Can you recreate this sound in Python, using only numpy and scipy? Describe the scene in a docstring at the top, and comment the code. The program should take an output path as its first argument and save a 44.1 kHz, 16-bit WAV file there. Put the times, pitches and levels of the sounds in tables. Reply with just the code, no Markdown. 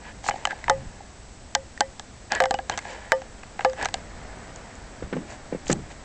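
"""A quiet, snowy garden with a metal spiral staircase, where someone handles a small camera.
Finger clicks and knocks excite the damped modes of the housing; rubs are stick-slip noise.
Near the end steps thud on the treads, as struck modes with grit and a boom of the frame.
Beneath lie shaped noise for the outdoor hush, a low rumble of faint wind that swells with air puffs
and step jolts, and faint steady high tones made of sines."""
import sys
import numpy as np
from scipy import signal
from scipy.fft import rfft, irfft
from scipy.io import wavfile
from scipy.ndimage import uniform_filter1d

SR = 44100
rng = np.random.default_rng(int(sys.argv[2]) if len(sys.argv) > 2 else 0)


def generate_wav(signal):
    """Clip the signal to [-1, 1] and save it as 16-bit WAV at the path in sys.argv[1]."""
    frames = np.transpose(np.atleast_2d(signal))
    scaled = np.clip(frames, -1, 1) * 32767
    pcm = np.round(scaled).astype(np.int16)
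    wavfile.write(sys.argv[1], SR, pcm)


N = 266364
TIME = np.arange(N) / SR  # seconds from the start
AGE = np.arange(SR // 3) / SR  # seconds since a contact

# spectrum of the outdoor hush: (frequency [Hz], relative level [dB])
HUSH_SPECTRUM = [(20, -17.5), (45, 3), (90, -2.5), (150, -15), (220, -5.5), (350, -12.5), (520, -12),
                 (700, -11.5), (1100, -18), (1800, -19), (3000, -24), (6500, -23.5), (7900, -22.5),
                 (8400, -32)]
# spectrum of the low rumble: (frequency [Hz], relative level [dB])
RUMBLE_SPECTRUM = [(20, -0.5), (50, 0.5), (120, -4.5), (200, -11), (400, -26), (1000, -60)]
# swells of the rumble, air puffs at .8 and 4.1 s, step jolts to the camera at 5.05 and 5.75 s:
# (peak time [s], half-width to 1/e [s], level [dB])
RUMBLE_SWELLS = [(.8, 0.11, -38), (4.1, 0.31, -49), (5.05, 0.031, -39), (5.75, .08, -39)]
# faint steady high tones, two of them mirrored about 8 kHz: (frequency [Hz], rms level [dB])
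HIGH_TONES = [(7424, -69.5), (7887, -64), (8113, -65.5)]
# steps on the treads: (time [s], thud level [dB], weight: gain of boom and grit against the thud [dB])
FOOTSTEPS = [(5.023, -31.5, -5.5), (5.1258, -30.5, 5), (5.1649, -27.5, -4), (5.5243, -25.5, -12.5),
             (5.547, -27.5, -13), (5.6964, -20.5, 0)]
# hollow modes of a tread: (frequency [Hz], relative level [dB], decay as a share of the thud's t60 [1])
TREAD_MODES = [(170.5, -5.5, 1.9), (321, -2, 1.23), (400, 5.5, 0.8), (480, 6, 0.84), (587, -16, 0.86),
               (854, -16, 1.5)]
# boom of the staircase frame: (frequency [Hz], relative level [dB], t60 [s])
FRAME_MODES = [(138.5, -9.5, 0.49), (192.7, -2, 0.24), (255, -4, 0.1), (314, -15, 0.2)]
# hand sliding softly on the housing: (time [s], level [dB])
SLIDE_LEVEL = [(0, -52.5), (1.2, -65.5), (3.4, -51.5), (4.4, -43.5), (4.8, -47), (6.04, -48.5)]
# spectrum of that slide: (frequency [Hz], relative level [dB])
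SLIDE_SPECTRUM = [(150, -3), (450, -5.5), (700, -2), (1100, -9), (1900, -8), (2900, -20), (8000, -27)]
# finger rubs: (peak time [s], attack [s], release [s], level [dB], stickiness [dB])
RUB_STROKES = [(.08, 0.077, 0.057, -42.5, 4.5), (.296, 0.067, 0.0044, -37, -9),
               (.32, 0.017, 0.93, -45, 1.5), (.521, 0.036, 0.0073, -41, 16.5),
               (2.331, 0.032, 0.089, -29, 9.5), (2.718, 0.029, 0.062, -33.5, 2),
               (2.912, 0.15, 0.057, -39, -0.5), (2.96, 0.1, 0.37, -45, 5), (3.61, 0.018, .04, -39, 1.5),
               (3.828, 0.067, 0.057, -30, 3.5), (3.949, .02, .05, -42.5, 2),
               (5.313, 0.056, .067, -41.5, -2), (5.73, 0.08, .004, -37.5, -11),
               (5.909, .013, 0.028, -42, -3)]
# spectrum of the rasp of a rub: (frequency [Hz], relative level [dB])
RASP_SPECTRUM = [(200, -15.5), (400, -11), (550, -4), (670, -5), (820, -2.5), (980, -4.5), (1200, -19),
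                 (1450, -14.5), (1700, -10.5), (2200, -11.5), (2550, -13), (3300, -21), (4500, -23),
                 (8000, -41)]
# spectrum of its treble fizz: (frequency [Hz], relative level [dB])
FIZZ_SPECTRUM = [(1000, -22.5), (2500, -7.5), (4000, -4), (6000, -2.5), (7300, 2.5), (8300, -4.5)]
# housing resonances that a scrape excites: (frequency [Hz], relative level [dB], t60 [s])
SQUEAL_MODES = [(1550, -13, .035), (1701, 4, 0.031), (1910, -9.5, 0.086), (3050, -12, .05),
                (3300, -25.5, .014)]
# ticks and pings of grit and small loose parts: (time [s], level [dB], pitch [Hz], t60 [s])
GRIT_TICKS = [(0.3164, -44, 3000, .1), (.453, -21, 3030, 0.015), (0.5077, -31.5, 1600, .08),
              (0.6415, -30.5, 2010, 0.011), (1.7764, -35.5, 1850, .016), (2.351, -31, 7240, 0.0066),
              (2.352, -27, 1724, 0.059), (2.549, -36, 2940, 0.06), (2.724, -38, 3120, 0.094),
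              (4.5604, -40, 6800, 0.0046), (4.754, -47.5, 6840, 0.0065), (5.6691, -38.5, 2980, .003),
              (5.7286, -22.5, 7540, 0.0025), (5.729, -27.5, 794, 0.039)]
# light finger clicks: (time [s], strength [dB], hollowness [dB], hardness [dB])
FINGER_CLICKS = [(0.2413, -39, 1, -7), (0.2633, -35, 0.5, -21), (0.2876, -21, -1.5, -13),
                 (0.2949, -33.5, 8, -2), (0.3104, -28.5, -1, -26), (0.3399, -39.5, 8, -11),
                 (0.3583, -44.5, 8.5, -6), (0.453, -24, -3, -4), (0.4719, -29.5, 1, -8),
                 (0.5092, -41, -7, -22), (0.528, -41, 7.5, -22), (1.0057, -50.5, 9, -17),
                 (1.9963, -39.5, -2, 2), (2.3201, -22.5, -1, -4), (2.3514, -34.5, -7, -5),
                 (2.6971, -24.5, -0.5, -3), (2.776, -32.5, -1, -0.5), (2.7809, -34, -3, -2),
                 (2.7892, -39.5, -10, 3), (2.8519, -36.5, 0, -26), (3.2183, -41.5, 1, -8),
                 (3.4337, -43, -4, -21), (3.5927, -28.5, 1, -19), (3.6086, -34.5, -4, -19),
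                 (3.6978, -48, -4, 2.5), (3.7327, -40.5, -0.5, -6), (3.8272, -33.5, 0, -1),
                 (3.848, -38, -3, 4.5), (3.8565, -24.5, -2, -4), (3.8869, -38, -2.5, -6.5),
                 (3.9417, -29, 0.5, 2.5)]
# knocks that ring the metal: (time [s], strength [dB], hollowness [dB], hardness [dB],
# ring setting against strength [dB], body pitch [Hz], body t60 [s])
HOUSING_KNOCKS = [(0.6813, -24, -0.5, -28, -4, 893, 0.035), (0.6976, -15.5, 0, -6.5, 1, 812, 0.071),
                  (1.5505, -21.5, -1, 2.5, -4, 797, 0.044), (1.807, -18, 0.5, -3.5, -7, 792, 0.048),
                  (2.403, -18, -2.5, -8.5, 4.5, 684, 0.11), (2.422, -25.5, 3, -12.5, -0.5, 750, 0.038),
                  (2.4383, -23.5, 0, -8.5, -7, 743, 0.048), (2.4563, -26.5, -.5, -7, 0, 750, .03),
                  (2.5089, -23, 3.5, -7, 1, 753, 0.036), (2.5419, -25.5, 3, -9.5, -7, 774, 0.036),
                  (2.5888, -29, 2, -21, -4.5, 747, 0.035), (3.12, -19.5, -7, -7.5, 6, 855, 0.11),
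                  (3.6481, -17, 1.5, -15, 5.5, 767, 0.04)]
# modes of the hollow body: (ratio to body pitch [1], relative level [dB], decay as a share of body t60 [1])
BODY_MODES = [(.76, 1.5, 0.57), (.91, 8, 0.69), (1.05, 12.5, 0.9), (1.3, -11.5, 1)]
# nominal modes of the stiff shell, varied per contact: (frequency [Hz], relative level [dB], t60 [s])
SHELL_MODES = [(1238, -4.5, 0.017), (1655, -2.5, 0.033), (1725, 0.5, 0.015), (2077, -5.5, 0.023),
               (2570, -14.5, 0.013)]
# weaker modes of the metal, before detuning and weighting: (frequency [Hz], relative level [dB], t60 [s])
METAL_MODES = [(470, -15, 0.1), (654, -8, 0.055), (743, -6.5, 0.029), (886, -10, 0.088),
               (1203, -17.5, 0.12), (1777, -14.5, 0.085), (1949, -21, 0.13), (3030, -22.5, 0.072),
               (5200, -33, 0.1)]
# detuning of the metal by the changing hold: (time [s], pitch factor [1])
HOLD_DETUNING = [(.7, 1.018), (1.8, 1.02), (2.45, 0.99), (3.12, 1.0), (3.65, .988)]

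HUSH_DB, BREEZE_DB = -46.5, -49.5  # hush and steady breeze
THUD_T60_S, GRIT_DB = 0.028, -4.5  # grit gain, before the weight of the step
SQUEAL_DB, FIZZ_DB = -8, -7.5  # against the rasp, at zero stickiness
FIZZ_PER_STICK = 1.58  # fizz lost per dB of stickiness [dB/dB]
SNAP_DB, TICK_DB = 0.5, 2  # treble parts of a contact, against strength + hardness
TICK_PER_HARD = 0.23  # extra gain of the top part per dB of hardness [dB/dB]
CLICK_HZ, CLICK_RING_DB, CLICK_T60_S = 774, -16.5, .029  # mid pitch, ring setting and body t60 of a click
METAL_HZ, METAL_T60_S = 528, .175  # main mode of the metal, before detuning
MIC_EDGE_HZ, EDGE_HZ = 8450, 16100  # low-pass edges before and after the clipping


def amp(db):
    """Level to amplitude: 20 dB is a factor of ten."""
    return 10 ** (np.asarray(db) / 20)


def evened(x, size=None):
    """Normalisation to unit rms, taken over the first samples only if a size is given."""
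    return x / np.sqrt(np.mean(x[:size] ** 2) + 1e-20)


def add(mix, s, sound):
    """Superposition: a sound starting at s seconds is summed into the mix."""
    part = mix[round(s * SR):][:len(sound)]
    part += sound[:len(part)]


def coloured(x, points):
    """Spectral shaping: x is weighted along a curve through (Hz, dB) points, at unit rms."""
    curve_hz, curve_db = np.transpose(points)
    hz = np.fft.rfftfreq(len(x), 1 / SR)
    gain = amp(np.interp(np.log(hz + 1), np.log(curve_hz), curve_db))
    return evened(irfft(rfft(x) * gain, len(x)))


def band(x, lo_hz, hi_hz):
    """Band-pass filtering between two corner frequencies."""
    return signal.sosfilt(signal.butter(2, [lo_hz, hi_hz], "band", fs=SR, output="sos"), x)


def decay(t60):
    """Exponential damping: the amplitude falls by 60 dB in t60 seconds."""
    return np.exp(-np.log(1000) * AGE / max(t60, 1e-3))


def buildup(time_s):
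    """Gradual energy transfer: the amplitude approaches one with this time constant."""
    return 1 - np.exp(-AGE / time_s)


def mode(hz, t60):
    """Free damped vibration: one struck resonance is a decaying sine."""
    return np.sin(2 * np.pi * hz * AGE) * decay(t60)


def struck(modes):
    """Modal superposition: (Hz, dB, t60) resonances are struck together."""
    return sum(amp(db) * mode(hz, t60) for hz, db, t60 in modes)


def crack(lo_hz, hi_hz, t60, scatter):
    """Impulsive contact: one sharp impulse and the decaying scatter of tiny contacts after it."""
    burst = scatter * rng.standard_normal(len(AGE)) * decay(t60)
    burst[0] += 1
    return evened(band(burst, lo_hz, hi_hz), size=220)


def grainy(spread_db):
    """Stick-slip friction: noise whose strength wanders on a scale of about a millisecond."""
    slips = evened(uniform_filter1d(rng.standard_normal(N), size=50))
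    return rng.standard_normal(N) * amp(spread_db * np.clip(slips, -2, 2))


def hush():
    """Stationary ambience: steady noise with the spectrum of the outdoor hush."""
    return amp(HUSH_DB) * coloured(rng.standard_normal(N), HUSH_SPECTRUM)


def low_rumble():
    """Amplitude modulation: low noise, steady for the breeze, swells with air puffs and step jolts."""
    strength = np.full(N, amp(BREEZE_DB))
    for s, width, db in RUMBLE_SWELLS:
        strength += amp(db) * np.exp(-((TIME - s) / width) ** 2)
    return strength * coloured(rng.standard_normal(N), RUMBLE_SPECTRUM)


def high_tones():
    """Steady oscillation: faint high sine tones in arbitrary phase."""
    out = np.zeros(N)
    for hz, db in HIGH_TONES:
        cycles = hz * TIME + rng.random()
        out += amp(db) * np.sqrt(2) * np.sin(2 * np.pi * cycles)
    return out


def steps():
    """Impact of a soft sole on a tread: with more weight the grit grinds and the frame booms more."""
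    out = np.zeros(N)
    tread = struck([(hz, db, THUD_T60_S * share) for hz, db, share in TREAD_MODES])
    # the sole presses for a few milliseconds, which keeps the thud dull
    press = 1 - np.exp(-(AGE / 0.0025) ** 2)
    thud = evened(tread * press, size=530)
    for s, thud_db, weight_db in FOOTSTEPS:
        # the many weak modes of the frame blur into a faint rumble
        rumble = amp(-6) * crack(149, 347, t60=0.24, scatter=0.43)
        boom = (struck(FRAME_MODES) + rumble) * buildup(0.0031)
        grit = amp(GRIT_DB) * crack(920, 2320, t60=0.079, scatter=.8) * press
        # the boom starts in the opposite sense
        add(out, s, amp(thud_db) * (thud + amp(weight_db) * (grit - boom)))
    return band(out, 110, 3800)


def slide():
    """Light sliding friction: the hand on the housing gives soft grainy noise of varying level."""
    level_db = np.interp(TIME, *np.transpose(SLIDE_LEVEL))
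    return amp(level_db) * coloured(grainy(spread_db=2.0), SLIDE_SPECTRUM)


def rubs():
    """Stick-slip strokes rasp, ring the housing and fizz; a sticky finger squeals more and fizzes less."""
    rasp, squeal, fizz = np.zeros((3, N))
    for top, attack, release, db, stick_db in RUB_STROKES:
        stroke = amp(db) * np.interp(TIME, [top - attack, top, top + release], [0, 1, 0])
        rasp += stroke
        squeal += amp(SQUEAL_DB + stick_db) * stroke
        fizz += amp(FIZZ_DB - FIZZ_PER_STICK * stick_db) * stroke
    rasp *= coloured(grainy(spread_db=3.5), RASP_SPECTRUM)
    squeal *= evened(signal.oaconvolve(grainy(spread_db=8), struck(SQUEAL_MODES))[:N])
    fizz *= coloured(grainy(spread_db=6.5), FIZZ_SPECTRUM)
    return rasp + squeal + fizz


def ticks():
    """Small-body impact: grit and loose parts sound one damped mode with a faint crack."""
    out = np.zeros(N)
    for s, db, hz, t60 in GRIT_TICKS:
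        ping = evened(mode(hz, t60), size=220)
        scrape = amp(-9.5) * crack(1300, 7400, t60=0.011, scatter=0.71)
        add(out, s, amp(db) * evened(ping + scrape, size=220))
    return out


def metal_ring(s, db, clack_db):
    """Modal excitation of the metal: soft knocks favour its main mode, sharp ones its high modes."""
    detune = np.interp(s, *np.transpose(HOLD_DETUNING))
    softness_db = 0.24 * min(db + 12.5, 0)
    sharpness_db = 1.2 * min(clack_db - db, 12)
    others = np.zeros(len(AGE))
    for hz, level_db, t60 in METAL_MODES:
        # every knock lands elsewhere and so weights the modes differently
        place_db = np.clip(3.9 * rng.standard_normal(), -3, 3)
        treble_db = sharpness_db * (hz * detune > 1500)
        others += amp(level_db + treble_db + place_db) * mode(hz * detune, t60)
    blur = amp(-23.0) * crack(600, 3900, t60=0.041, scatter=.6)
    upper = amp(softness_db) * (others + blur) * buildup(0.0022)
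    # energy takes some milliseconds to pass into the main mode
    main = mode(METAL_HZ * detune, METAL_T60_S) * buildup(0.019)
    return amp(db + 5.0) * (main + upper)


def hollow_body(hz, t60):
    """Beating of neighbouring modes: they start in opposite senses, so the knock swells and beats."""
    body = np.zeros(len(AGE))
    for k, (ratio, level_db, share) in enumerate(BODY_MODES):
        body += (-1) ** k * amp(level_db) * mode(hz * ratio, t60 * share)
    # the freer the body is to ring, the later it reaches its peak
    rise_s = np.clip(0.36 * (t60 - .025), 1e-4, .006)
    return evened(body * buildup(rise_s), size=530)


def shell_clack():
    """Point excitation of a stiff shell: the place of contact changes the mix of its modes."""
    shell = np.zeros(len(AGE))
    for hz, level_db, t60 in SHELL_MODES:
        gain = amp(level_db + 3.6 * rng.standard_normal()) * rng.choice([-1, 1])
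        shell += gain * mode(hz * rng.uniform(0.948, 1.03), t60)
    noise = amp(-0.5) * crack(934, 2390, t60=0.012, scatter=0.12)
    return evened(evened(shell, size=260) + noise, size=260)


def contact(s, db, hollow_db, hard_db, ring_db, hz, t60):
    """Impact on a housing: a hollow spot favours body over shell, and a hard touch adds treble."""
    body_db, clack_db, treble_db = db + hollow_db, db - hollow_db, db + hard_db
    body = amp(body_db) * hollow_body(hz, t60)
    clack = amp(clack_db) * shell_clack()
    ring = metal_ring(s, db + ring_db, clack_db)
    push = amp(body_db - 11) * crack(100, 820, t60=0.05, scatter=0.06)
    snap = amp(treble_db + SNAP_DB) * crack(2330, 4610, t60=0.016, scatter=0.1)
    tick_db = treble_db + TICK_DB + TICK_PER_HARD * hard_db
    tick = amp(tick_db) * crack(4150, 8160, t60=0.0075, scatter=0.34)
    return body + clack + ring + push + snap + tick


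def clicks():
    """Light impact: finger clicks excite the housing, at a body pitch that varies from click to click."""
    out = np.zeros(N)
    for s, *touch in FINGER_CLICKS:
        hz = CLICK_HZ * (1 + rng.uniform(-0.0588, 0.049))
        add(out, s, contact(s, *touch, CLICK_RING_DB, hz, CLICK_T60_S))
    return out


def knocks():
    """Strong impact: each knock excites the housing hard enough to ring the metal."""
    out = np.zeros(N)
    for s, *blow in HOUSING_KNOCKS:
        add(out, s, contact(s, *blow))
    return out


def scene():
    """Superposition of the quiet garden, the steps and the handling noises, in mono."""
    background = hush() + low_rumble() + high_tones()
    handling = slide() + rubs() + ticks() + clicks() + knocks()
    return (background + steps() + handling)[None]


def record(dry):
    """Band limiting and overload: a narrow-band recorder clips its hardest peaks, then is low-passed."""
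    mic_filter = signal.firwin(141, MIC_EDGE_HZ, window=("kaiser", 8), fs=SR)
    narrow = signal.oaconvolve(dry, mic_filter[None], "same")
    clipped = np.clip(narrow, -.72, .72)
    edge_filter = signal.firwin(511, EDGE_HZ, window=("kaiser", 9), fs=SR)
    return signal.oaconvolve(clipped, edge_filter[None], "same")


dry = scene()
out = record(dry)
generate_wav(out)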